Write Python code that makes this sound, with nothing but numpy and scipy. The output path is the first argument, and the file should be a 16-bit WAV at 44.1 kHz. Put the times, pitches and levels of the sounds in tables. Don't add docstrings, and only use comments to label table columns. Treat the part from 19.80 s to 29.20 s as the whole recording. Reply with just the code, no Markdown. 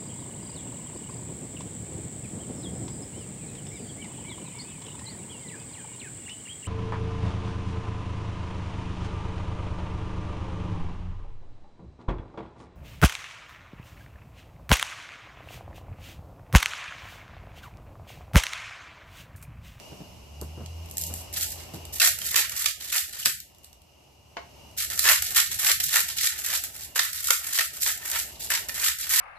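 import sys
import numpy as np
from scipy import signal
from scipy.fft import rfft, irfft
from scipy.io import wavfile
from scipy.ndimage import uniform_filter1d

SR = 44100
rng = np.random.default_rng(int(sys.argv[2]) if len(sys.argv) > 2 else 0)


def put_to_file(sound):
    columns = np.atleast_2d(sound).T
    safe = np.clip(columns, -1, 1)
    whole_steps = np.round(safe * 32767)
    wavfile.write(sys.argv[1], SR, whole_steps.astype(np.int16))


def volts(x):
    e = np.asarray(x, float) / 20
    return 10 ** e


N = 414540


def curve(table):
    s, *columns = np.transpose(table)
    return [np.interp(np.arange(N) / SR, s, column) for column in columns]


def unit(x):
    return x / np.sqrt(np.mean(x ** 2))


def colour(x, spectrum, peaks=()):
    size = 8192
    hz = np.arange(size // 2 + 1) * SR / size + 1
    points_hz, points_db = np.transpose(spectrum)
    db = np.interp(np.log(hz), np.log(points_hz), points_db)
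    octaves_out = np.log2(np.maximum(hz / points_hz[-1], points_hz[0] / hz).clip(1))
    db = db - 24 * octaves_out
    for centre, width, lift_db in peaks:
        db = db + lift_db / (1 + (2 * (hz - centre) / width) ** 2)
    cepstrum = irfft(db * np.log(10) / 20)
    cepstrum[1:size // 2] *= 2
    cepstrum[size // 2 + 1:] = 0
    kernel = irfft(np.exp(rfft(cepstrum)))[:size // 4]
    kernel = kernel / np.linalg.norm(kernel)
    return signal.oaconvolve(x, kernel[None], axes=1)[:, :N]


def pair(alike):
    mid, side = rng.standard_normal((2, N))
    alike = np.clip(alike, 0, 1)
    opposite = np.array([[1], [-1]])
    return np.sqrt((1 + alike) / 2) * mid + np.sqrt((1 - alike) / 2) * side * opposite


def burst(hits, rise_s, fall_s):
    t = np.arange(int(8 * fall_s * SR)) / SR
    shape = (1 - np.exp(-t / rise_s)) * np.exp(-t / fall_s)
    return np.abs(signal.oaconvolve(hits, shape[None] / shape.max(), axes=1)[:, :N])


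def place(times, left, right):
    hits = np.zeros((2, N))
    index = np.minimum((times * SR).astype(int), N - 1)
    np.add.at(hits, (slice(None), index), np.array([left, right]))
    return hits


def walk(rate):
    k = int(SR / rate)
    held = np.repeat(rng.standard_normal(N // k + 1), k)
    return unit(uniform_filter1d(held, k)[:N])


# time in seconds, gain in dB.
AIR_GAIN = [(0, 0.5), (1.6, 1), (2.5, 0), (3, -7), (3.6, -9), (4.2, -11), (4.55, -7), (4.75, -5),
            (5.2, 1.5), (6.6, -3), (7.2, -6.5), (8, -3.5), (9.4, -2.5)]
# frequency in Hz, density in dB per Hz.
HISS = [(100, -38), (170, -18), (376, -13), (528, -17.5), (591, -13), (896, -14.5), (1700, -32),
        (2830, -18), (3490, -28.5), (5490, -23), (9310, -33), (13800, -30.5), (15500, -61)]
# centre in Hz, width in Hz, lift in dB.
FLAME = [(2865, 95, 10), (592, 88, 2), (5400, 400, 0)]
# frequency in Hz, density in dB per Hz.
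RUMBLE = [(12, -29), (20, -25.5), (34, -22), (70, 3), (100, -5), (135, -6.5), (170, -12), (260, -18),
          (340, -36)]
HISS_DB, RUMBLE_DB = -49.5, -51


def kitchen():
    gain_db, = curve(AIR_GAIN)
    hiss = colour(pair(0.24), HISS, FLAME) * volts(HISS_DB + gain_db + 1.9 * walk(5.1))
    rumble = colour(pair(0.91), RUMBLE) * volts(RUMBLE_DB + gain_db + 0.77 * walk(6))
    return hiss + rumble


# start in seconds, peak in dB, pitch in Hz.
BUMPS = [
    (0.113, -44.5, 182),
    (0.2, -45, 175),
    (0.612, -38.5, 153.5),
    (0.771, -42.5, 128),
    (0.802, -44, 125),
    (1.297, -42.5, 120),
    (1.936, -39, 135.3),
    (3.449, -47.5, 143.3),
    (4.272, -61, 140),
]


def bumps():
    s, peak_db, _ = np.transpose(BUMPS)
    puff = burst(place(s, volts(peak_db), volts(peak_db)), 0.0041, 0.024) * pair(0.85)
    out = volts(2.5) * colour(puff, [(60, -13.5), (150, -2.5), (500, -11.0), (1500, -28.0)])
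    t = np.arange(SR // 4) / SR
    swell = np.exp(-t / 0.11) * (1 - np.exp(-t / 0.0037))
    for when, db, hz in BUMPS:
        out[:, int(when * SR):][:, :len(t)] += volts(db - 5.0) * np.sin(2 * np.pi * hz * t) * swell
    return out


# time in seconds, pitch in Hz, level in dB.
MOTOR = [
    (0.4, 67.25, -55),
    (0.63, 74.64, -37.5),
    (0.75, 81, -43),
    (1.02, 82.4, -38),
    (1.15, 82.2, -49.5),
    (1.31, 82.4, -37),
    (1.5, 84.75, -52),
    (2.09, 82.44, -46.5),
    (2.4, 83.0, -64),
]


def motor():
    fade_in, fade_out = (.3, MOTOR[0][1], -80), (2.6, MOTOR[-1][1], -80)
    hz, db = curve([fade_in, *MOTOR, fade_out])
    phase = 2 * np.pi * np.cumsum(hz) / SR
    octave = volts(-17.5 + 7.3 * walk(5.4)) * np.sin(2 * phase)
    return np.sqrt(2) * volts(db) * (np.sin(phase) + octave)


# frequency in Hz, density in dB per Hz.
GRIT = [(1290, -46), (2200, -11), (3180, -5.5), (3990, -2), (6360, -2), (7870, -5.5), (9340, -4),
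        (12400, 3.5), (14500, -4.5), (15500, -40)]
# frequency in Hz, density in dB per Hz.
BODY = [(150, -100.5), (250, -62), (371, -18), (516, -18), (696, -13), (800, -13.5), (1070, -11),
        (2130, -3.5), (3200, -7), (4160, -22), (7040, -120)]
# centre in Hz, width in Hz, lift in dB.
MILL = [(1830, 232, 6.5), (1380, 380, 4), (7680, 1400, 9.5), (11540, 780, -3)]
SPLIT_HZ = 4750


def mill(top, middle, body, rise_s, fall_s):
    low = signal.butter(2, SPLIT_HZ, fs=SR, output="sos")
    high = signal.butter(2, SPLIT_HZ, "high", fs=SR, output="sos")
    bright = burst(top, rise_s, fall_s) * signal.sosfilt(high, pair(0.39))
    dull = burst(middle, rise_s, fall_s) * signal.sosfilt(low, pair(0.43))
    ring = burst(body, rise_s, 1.53 * fall_s) * pair(0.7)
    return colour(bright + dull, GRIT, MILL), colour(ring, BODY, MILL)


# start in seconds, peak in dB, dull part against it in dB.
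TICKS = [(0.613, -30, -24), (0.8603, -43.5, 5.5), (1.059, -42, -16), (1.088, -47, -13), (1.0986, -41, -15),
         (1.1113, -32, -26), (1.1224, -48, -18), (1.1383, -43, -22), (1.1524, -49, -19), (1.1698, -22, -33),
         (1.181, -19.5, -39), (1.213, -24, -32), (1.22, -25, -23), (1.237, -23, -22), (1.2676, -30, -19),
         (1.3279, -39, -19), (1.3385, -23.5, -17), (1.3595, -38, -21), (1.3922, -46, -16),
         (1.4088, -42, -9), (2.052, -34.5, -6.5), (3.602, -30.5, -9.5), (3.7475, -54, -0.5),
         (3.7836, -49, -27), (3.8336, -51, -12), (3.8444, -39.5, -9), (3.9293, -45.5, -6),
         (4.0182, -51, -9), (4.869, -54, -9), (4.9116, -49, -14)]


def ticks():
    s, peak_db, dull_db = np.transpose(TICKS)
    ranges = [volts(peak_db + db) for db in (0, dull_db + 10.0, -26)]
    grit, body = mill(*[place(s, g, g) for g in ranges], 0.00013, 0.0019)
    return volts(1.5) * (grit + body)


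# start in seconds, hold in seconds, crunch level in dB,
# load (body ring against the crunch) in dB.
STROKES = [(1.178, 0.11, -39.5, -22), (1.326, 0.087, -43.5, -19), (1.524, .11, -27.5, -20),
           (1.69, 0.026, -35.5, -18), (2.199, 0.061, -19, -9), (2.551, 0.018, -19, -2),
           (2.839, 0.038, -30, -8.5), (3.115, 0.048, -26.5, -4), (3.443, 0.054, -30, -9),
           (4.854, .1, -72, -23), (4.965, 0.049, -26, -13.5), (5.235, 0.045, -20.5, -5),
           (5.268, 0.061, -16.5, -11), (5.546, 0.047, -19, -9.5), (5.823, 0.076, -23, -7),
           (6.114, 0.074, -20, -10.5), (6.421, 0.057, -24.5, -11), (6.555, 0.036, -33, -7),
           (6.688, 0.063, -24, -11), (7.147, 0.11, -26.5, -9), (7.482, 0.076, -25, -13),
           (7.624, 0.085, -35.5, -8), (7.771, 0.03, -23.5, -7.5), (8.0, 0.038, -24, -24),
           (8.062, 0.05, -26.5, -8), (8.311, 0.088, -28, -7.5), (8.48, 0.067, -42.5, -28),
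           (8.694, 0.05, -20.5, -8), (9.018, 0.081, -27, -6), (9.294, 0.23, -22, -9)]
# start in seconds, hold in seconds, crunch level in dB.
SHIFTS = [(1.764, 0.073, -44), (1.922, 0.018, -43), (2.12, 0.047, -38), (2.397, 0.21, -31),
          (2.694, 0.028, -34), (2.743, 0.077, -30), (2.984, 0.27, -40), (3.309, 0.057, -38),
          (3.376, 0.041, -33.5), (3.826, 0.027, -57), (5.096, 0.033, -30), (5.167, 0.087, -29),
          (5.417, 0.1, -30), (5.69, 0.041, -30), (5.775, .05, -29.5), (6.011, 0.093, -31.5),
          (6.271, 0.036, -32.5), (6.357, 0.057, -27.5), (6.625, 0.042, -28), (6.827, 0.021, -33),
          (6.932, 0.12, -41.5), (7.325, 0.073, -31.5), (7.425, 0.063, -29), (7.713, .05, -27.5),
          (7.926, 0.057, -33.5), (8.2, 0.093, -34), (8.59, 0.076, -37), (8.877, 0.019, -28.5),
          (8.94, 0.096, -29.5), (9.181, 0.15, -32)]
SHIFT_LOAD_DB = -14
GRIP_S, LET_GO_DB_PER_S = 0.02, 295
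SETTLE_DB, SETTLE_DB_PER_S = -26.5, 56


def effort():
    t = np.arange(0, N / SR + .002, .001)
    moves = STROKES + [(*row, SHIFT_LOAD_DB) for row in SHIFTS]
    s, hold_s, db, load_db = np.transpose(moves)[:, :, None]
    after = np.maximum(t - s - hold_s, 0)
    ease = volts(-LET_GO_DB_PER_S * after) + volts(SETTLE_DB - SETTLE_DB_PER_S * after)
    twist = volts(db) * np.clip((t - s) / GRIP_S, 0, 1) * ease
    levels = [np.linalg.norm(g, axis=0) for g in (twist, twist * volts(load_db))]
    return [np.interp(np.arange(N) / SR, t, level) for level in levels]


# time in seconds, dull grit let through in dB,
# left against right in dB.
HOLD = [(1.1, -1.4, -0.5), (2.2, 2, -3), (2.9, 3, -3), (3.4, 1, -1.5), (5, -0.4, -2), (5.8, 1.2, -2),
        (6.6, 1.2, -1.8), (7.3, -0.3, -2.5), (7.73, -4, -1.7), (7.8, 1.5, -1.5), (8.02, -5, -1.5),
        (8.09, 0.1, -1.5), (8.3, -4, -1.5), (8.36, 1.3, -1.5), (8.9, -1.5, -1.5), (9.4, 0.5, -2.4)]


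def crunch():
    crunching, ringing = effort()
    when, size, *tints = rng.random((10000, 5)).T
    size_db = np.minimum(-3.0 * np.log(1 - size), 8)
    ranges = [volts(size_db + 20.5 * (tint - .5)) for tint in tints]
    hits = [place(when * N / SR, g, g) * volts(2.5 * walk(35)) for g in ranges]
    hits[1] = hits[1] * volts(curve(HOLD)[0])
    grit, body = mill(*hits, 0.00043, 0.0029)
    return crunching * unit(grit) + ringing * unit(body)


# start in seconds, peak in dB,
# body ring against it in dB, dull grit against it in dB.
CRACKS = [(2.199, -3.5, -17, -12.5), (2.216, -4.5, -21, -7.5), (2.5428, -17, -7, -6),
          (2.558, -3, -16, -11.5), (2.8583, -9, -14.5, -7), (3.1268, -12, -16, -19),
          (3.4527, -8, -19, -12.5), (3.4575, -4, -12, -13), (5.1908, -3.5, -24.5, -26),
          (5.2689, -15, -15, -12), (5.2873, -7, -6, -7.5), (5.4214, -8.5, -21, -24),
          (5.5734, -11, -11, -14), (5.6003, -9, -17, -11.5), (5.8661, -11, -10.5, -6),
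          (5.9152, -6.5, -20.5, -11.5), (6.0002, -8.5, -19, -16.5), (6.038, -10, -37, -29),
          (6.1564, -2.5, -13, -16), (6.4543, -14, -29, -10), (7.1578, -14, -9, -11.5),
          (7.1783, -18, -10, -11), (7.1916, -9.5, -9.5, -5), (7.5046, -2, -11, -11),
          (7.7867, -8.5, -8.5, -13), (8.0618, -15, -7.5, -9), (8.7014, -12.5, -10.5, -21),
          (9.041, -17, -8, -6), (9.0597, -16.5, -6.5, -4.5), (9.31, -14.5, -20, -21)]
# start in seconds, peak in dB.
CHIPS = [(1.527, -28), (1.5703, -17), (2.1825, -22), (2.2784, -15), (2.3865, -18.5), (2.4633, -18),
         (2.469, -20), (2.6945, -17), (2.7626, -20), (2.82, -15.5), (3.2924, -28), (4.9761, -20),
         (5.1005, -14), (5.1756, -16), (5.5463, -14), (5.7139, -18), (5.7967, -17), (6.3746, -23),
         (6.4105, -16), (6.588, -18), (6.6463, -19), (6.837, -15), (7.3297, -16.5), (7.442, -15),
         (7.5323, -17), (7.7323, -15), (8.014, -16.5), (8.073, -14), (8.175, -23), (8.299, -17),
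         (8.314, -13), (8.6063, -27), (8.8853, -17), (8.943, -22), (8.979, -19), (9.1854, -20),
         (9.2933, -14)]
CHIP_RING_DB, CHIP_DULL_DB = -21.5, -25
# start in seconds, peak in dB,
# body ring against it in dB, dull grit against it in dB.
SNAPS = [(2.228, -10, -13, -12), (2.246, -8, -17, -11), (2.2726, -5.5, -13.5, -6.5), (2.415, -21, -12, -12),
         (2.5127, -21, -16, -12), (2.566, -9, -14, -12), (2.5794, -10, -16, -12.5), (2.5934, -8, -16, -12),
         (2.8424, -12, -13.5, -14), (3.0992, -18, -19, -12), (3.153, -15, -12, -12), (3.18, -10, -19, -8),
         (3.3318, -25, -15, -12), (5.0013, -13, -15.5, -13), (5.2407, -10, -15, -12),
         (5.2764, -7, -15, -11), (5.297, -9, -14, -12), (5.31, -8, -15, -12), (5.3284, -6, -13, -13),
         (5.5814, -12, -16, -12), (5.8464, -10, -11, -11), (5.895, -4.5, -15, -12), (6.0072, -14, -12, -12),
         (6.0906, -14, -17, -11), (6.1394, -7, -11, -12), (6.167, -5, -16, -12), (6.192, -10, -18, -12),
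         (6.4707, -7.5, -16, -8), (6.7002, -22, -14, -12), (7.2314, -13, -15, -12), (7.351, -23, -14, -15),
         (7.4464, -20, -13.5, -12), (7.7927, -10, -13, -11), (7.8074, -9.5, -16, -11),
         (8.0296, -13, -13, -13), (8.0934, -18, -14, -12), (8.3567, -15, -12, -12), (8.7184, -16, -11, -12),
         (8.7375, -11, -15, -12), (8.8933, -15, -14, -15), (8.9565, -18.5, -14.5, -14),
         (8.998, -18, -19, -11), (9.0344, -16, -14, -10), (9.0826, -8.5, -15.5, -11.5),
         (9.0994, -18, -14, -10), (9.1144, -17, -12, -12), (9.3344, -12, -14, -15), (9.3738, -10, -15, -12),
         (9.3874, -11, -14, -12)]
SNAP_DB = -3.5
# frequency in Hz, density in dB per Hz.
THUD = [(250, -11.5), (400, -4.5), (650, 1.5), (950, -2), (1400, -20)]


def cracks():
    chips = [(s, db, CHIP_RING_DB, CHIP_DULL_DB) for s, db in CHIPS]
    snaps = [(s, db + SNAP_DB, *rest) for s, db, *rest in SNAPS]
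    s, peak_db, ring_db, dull_db = np.transpose(CRACKS + chips + snaps)
    chance = rng.random((300, 7))[:len(s)].T
    side = np.tile(volts(4 * (chance[0] - .5)), 3)
    when = np.concatenate([s, s + 0.0033 * chance[1], s + 0.001 + 0.0033 * chance[2]])
    share_db = np.concatenate([-1.5 * chance[3], -2.5 - 3 * chance[4], -3.5 - 5 * chance[5]])
    ranges = [volts(np.tile(peak_db + db, 3) + share_db) for db in (-3, dull_db + 14.5, ring_db)]
    grit, body = mill(*[place(when, g * side, g / side) for g in ranges], 0.00038, 0.0014)
    jolt = volts(0.94 * (peak_db + ring_db + 13.0) - 39.0)
    thud = colour(burst(place(s, jolt, jolt), 0.00085, 0.0079) * pair(0.97), THUD)
    return volts(-6.0) * grit + volts(-5.0) * body + thud


# start in seconds, peak in dB, pitch in
# Hz.
SHELL_PINGS = [(2.1998, -15, 2714), (2.216, -12.5, 1570), (2.416, -27, 3140), (2.4632, -35, 3010),
               (2.495, -30, 1930), (2.5205, -26, 2020), (2.545, -21, 1680), (2.558, -13, 2960),
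               (2.6941, -32, 2970), (2.8194, -29, 3290), (2.8603, -17, 1755), (3.103, -27.5, 3410),
               (3.1291, -23.5, 1930), (3.1356, -22.5, 2630), (3.1543, -19, 2490), (3.295, -36, 1760),
               (3.4275, -25, 3020), (3.457, -15, 2920),
               (5.1018, -29, 1830), (5.2467, -14, 1820), (5.2704, -8, 1760), (5.2874, -12, 2170),
         (5.2964, -17, 1690), (5.3114, -16, 2400), (5.3214, -19, 1850), (5.3364, -22, 1840),
         (5.4211, -27, 2350), (5.468, -31, 1820), (5.5603, -16, 1810), (5.5724, -18, 1860),
         (5.5834, -21, 2010), (5.6017, -17, 1990), (5.8471, -26, 1800), (5.8625, -20, 1720),
         (5.914, -21, 1486), (6.0003, -30, 1895), (6.1288, -23, 1800), (6.1399, -20, 1830),
         (6.1659, -14, 1890), (6.1774, -21, 1856), (6.4108, -22, 1960), (6.4702, -22, 1850),
         (6.6996, -25, 1780), (7.1581, -22, 1760), (7.1801, -21, 1860), (7.191, -15, 1845),
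         (7.2294, -26, 2010), (7.3514, -33, 1890), (7.4859, -19, 1330), (7.5053, -11, 1354),
         (7.5294, -22, 1440), (7.6894, -28, 1820), (7.7927, -16, 1840), (7.8074, -20, 1310),
         (8.0614, -21, 1840), (8.094, -23, 1890), (8.1154, -28, 1920), (8.2277, -26, 1850),
         (8.3449, -29, 1830), (8.3574, -23, 1870), (8.7031, -16, 1770), (8.7194, -21, 1840),
         (8.7444, -21, 1860), (8.7634, -24, 2010), (8.8937, -26, 1830), (9.0349, -25, 1790),
         (9.0628, -20.5, 1365), (9.0833, -22, 1800), (9.0994, -24, 1780), (9.3352, -20, 1830),
         (9.3574, -19, 1800), (9.3844, -20, 1930)]
PING_T60_S, PING_DB = .028, -5.5


def pings():
    out = np.zeros((2, N + SR))
    t = np.arange(SR // 12) / SR
    fade = volts(-60 * t / PING_T60_S) * (1 - np.exp(-t / 0.00047))
    chance = rng.random((100, 3))
    for (s, db, hz), (apart, left, right) in zip(SHELL_PINGS, chance):
        turn = 2 * np.pi * hz * t
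        start_phase = 2 * np.pi * np.array([[left], [right]])
        partner = np.sin(turn * (1 + 0.17 * (apart - .5)) + start_phase)
        ring = np.sin(turn) + 0.81 * partner
        out[:, int(s * SR):][:, :len(t)] += volts(db + PING_DB) * fade * ring
    return out[:, :N]


# frequency in Hz, level in dB, t60 in seconds.
KNOCK = [
    (365, -10, 0.077),
    (689, 0.5, 0.14),
    (888, -6.5, 5.0),
    (1080, -4.5, 0.17),
    (2170, -6, 5.0),
    (2340, -12, 0.15),
    (2830, -43, 5.0),
    (4020, -23, 5.0),
]
KNOCK_S, KNOCK_DB = 4.568, -35


def knock():
    t = np.arange(int(.3 * SR)) / SR
    ring = sum(volts(db) * np.sin(2 * np.pi * hz * t) * volts(-60 * t / min(t60, .12)) for hz, db, t60 in KNOCK)
    tap = place(np.array([KNOCK_S]), [1.], [1.])
    contact = [(300, -2), (1000, -1.0), (2500, -5.0), (7000, -20.5), (9000, -42)]
    tick = colour(burst(tap, 0.00027, 0.0079) * pair(0.22), contact)
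    return volts(KNOCK_DB) * (signal.fftconvolve(tap, ring[None], axes=1)[:, :N] + volts(5.5) * tick)


ROOM_T60_S, ROOM_DB = 0.3, -3.5


def room(x):
    t = np.arange(int(.45 * SR)) / SR
    step = SR // 5
    out = np.zeros((2, N + step + len(t)))
    for start in range(0, N, step):
        noise = rng.standard_normal((2, len(t)))
        low = uniform_filter1d(noise, size=9, axis=1)
        tail = low * volts(-60 * t / ROOM_T60_S) + (noise - low) * volts(-60 * t / (0.95 * ROOM_T60_S))
        tail = tail * (1 - np.exp(-t / 0.0015))
        tail = tail / np.linalg.norm(tail, axis=1)[:, None]
        wet = signal.fftconvolve(x[:, start:start + step], tail, axes=1)
        out[:, start:start + wet.shape[1]] += wet
    return out[:, :N]


def shade(x):
    def band(low_hz, high_hz):
        sos = signal.butter(2, [low_hz, high_hz], "band", fs=SR, output="sos")
        return signal.sosfilt(sos, x)
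    moved = -.1 * band(3000, 6000) + .12 * band(6500, 9500)
    return x + np.array([[1], [-1]]) * moved


def scene():
    pan_db = curve(HOLD)[1]
    grinding = crunch() + cracks() + ticks() + pings()
    near = grinding * volts(np.array([pan_db, -pan_db]) / 2) + knock()
    near[1] = np.roll(near[1], 3)
    return shade(near + volts(ROOM_DB) * room(near)) + bumps() + motor() + kitchen()


# frequency in Hz, depth in dB.
MASK = [(0, 38), (170, 36), (300, 36.5), (600, 35), (1000, 32), (1800, 39), (2200, 56.5)]


def starve(x):
    hz, _, z = signal.stft(x, SR, nperseg=2048, noverlap=1536)
    power = np.mean(np.abs(z) ** 2, axis=0)
    band = np.add.reduceat(power, np.arange(0, len(hz), 4))
    band = np.repeat(band, 4, axis=0)[:len(hz)]
    treble = power[hz > 2000].sum(axis=0)
    treble = np.maximum(treble, signal.lfilter([.3], [1, -.7], treble))
    under_db = 10 * np.log10(treble / (band + 1e-18))
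    limit_db = np.interp(hz, *np.transpose(MASK))[:, None]
    keep = 1 / (1 + np.exp(np.clip((under_db - limit_db) / 0.5, -9, 9)))
    return signal.istft(z * keep, SR, nperseg=2048, noverlap=1536)[1][:, :N]


def band_limit(x):
    return signal.sosfilt(signal.butter(12, 15820, fs=SR, output="sos"), x)


def record(dry):
    rounded = np.tanh(1.05 * dry) / 1.1
    top = signal.ellip(7, .5, 34, 14550, fs=SR, output="sos")
    mix = starve(signal.sosfilt(top, rounded))
    return band_limit(mix)


dry = scene()
out = record(dry)
put_to_file(out)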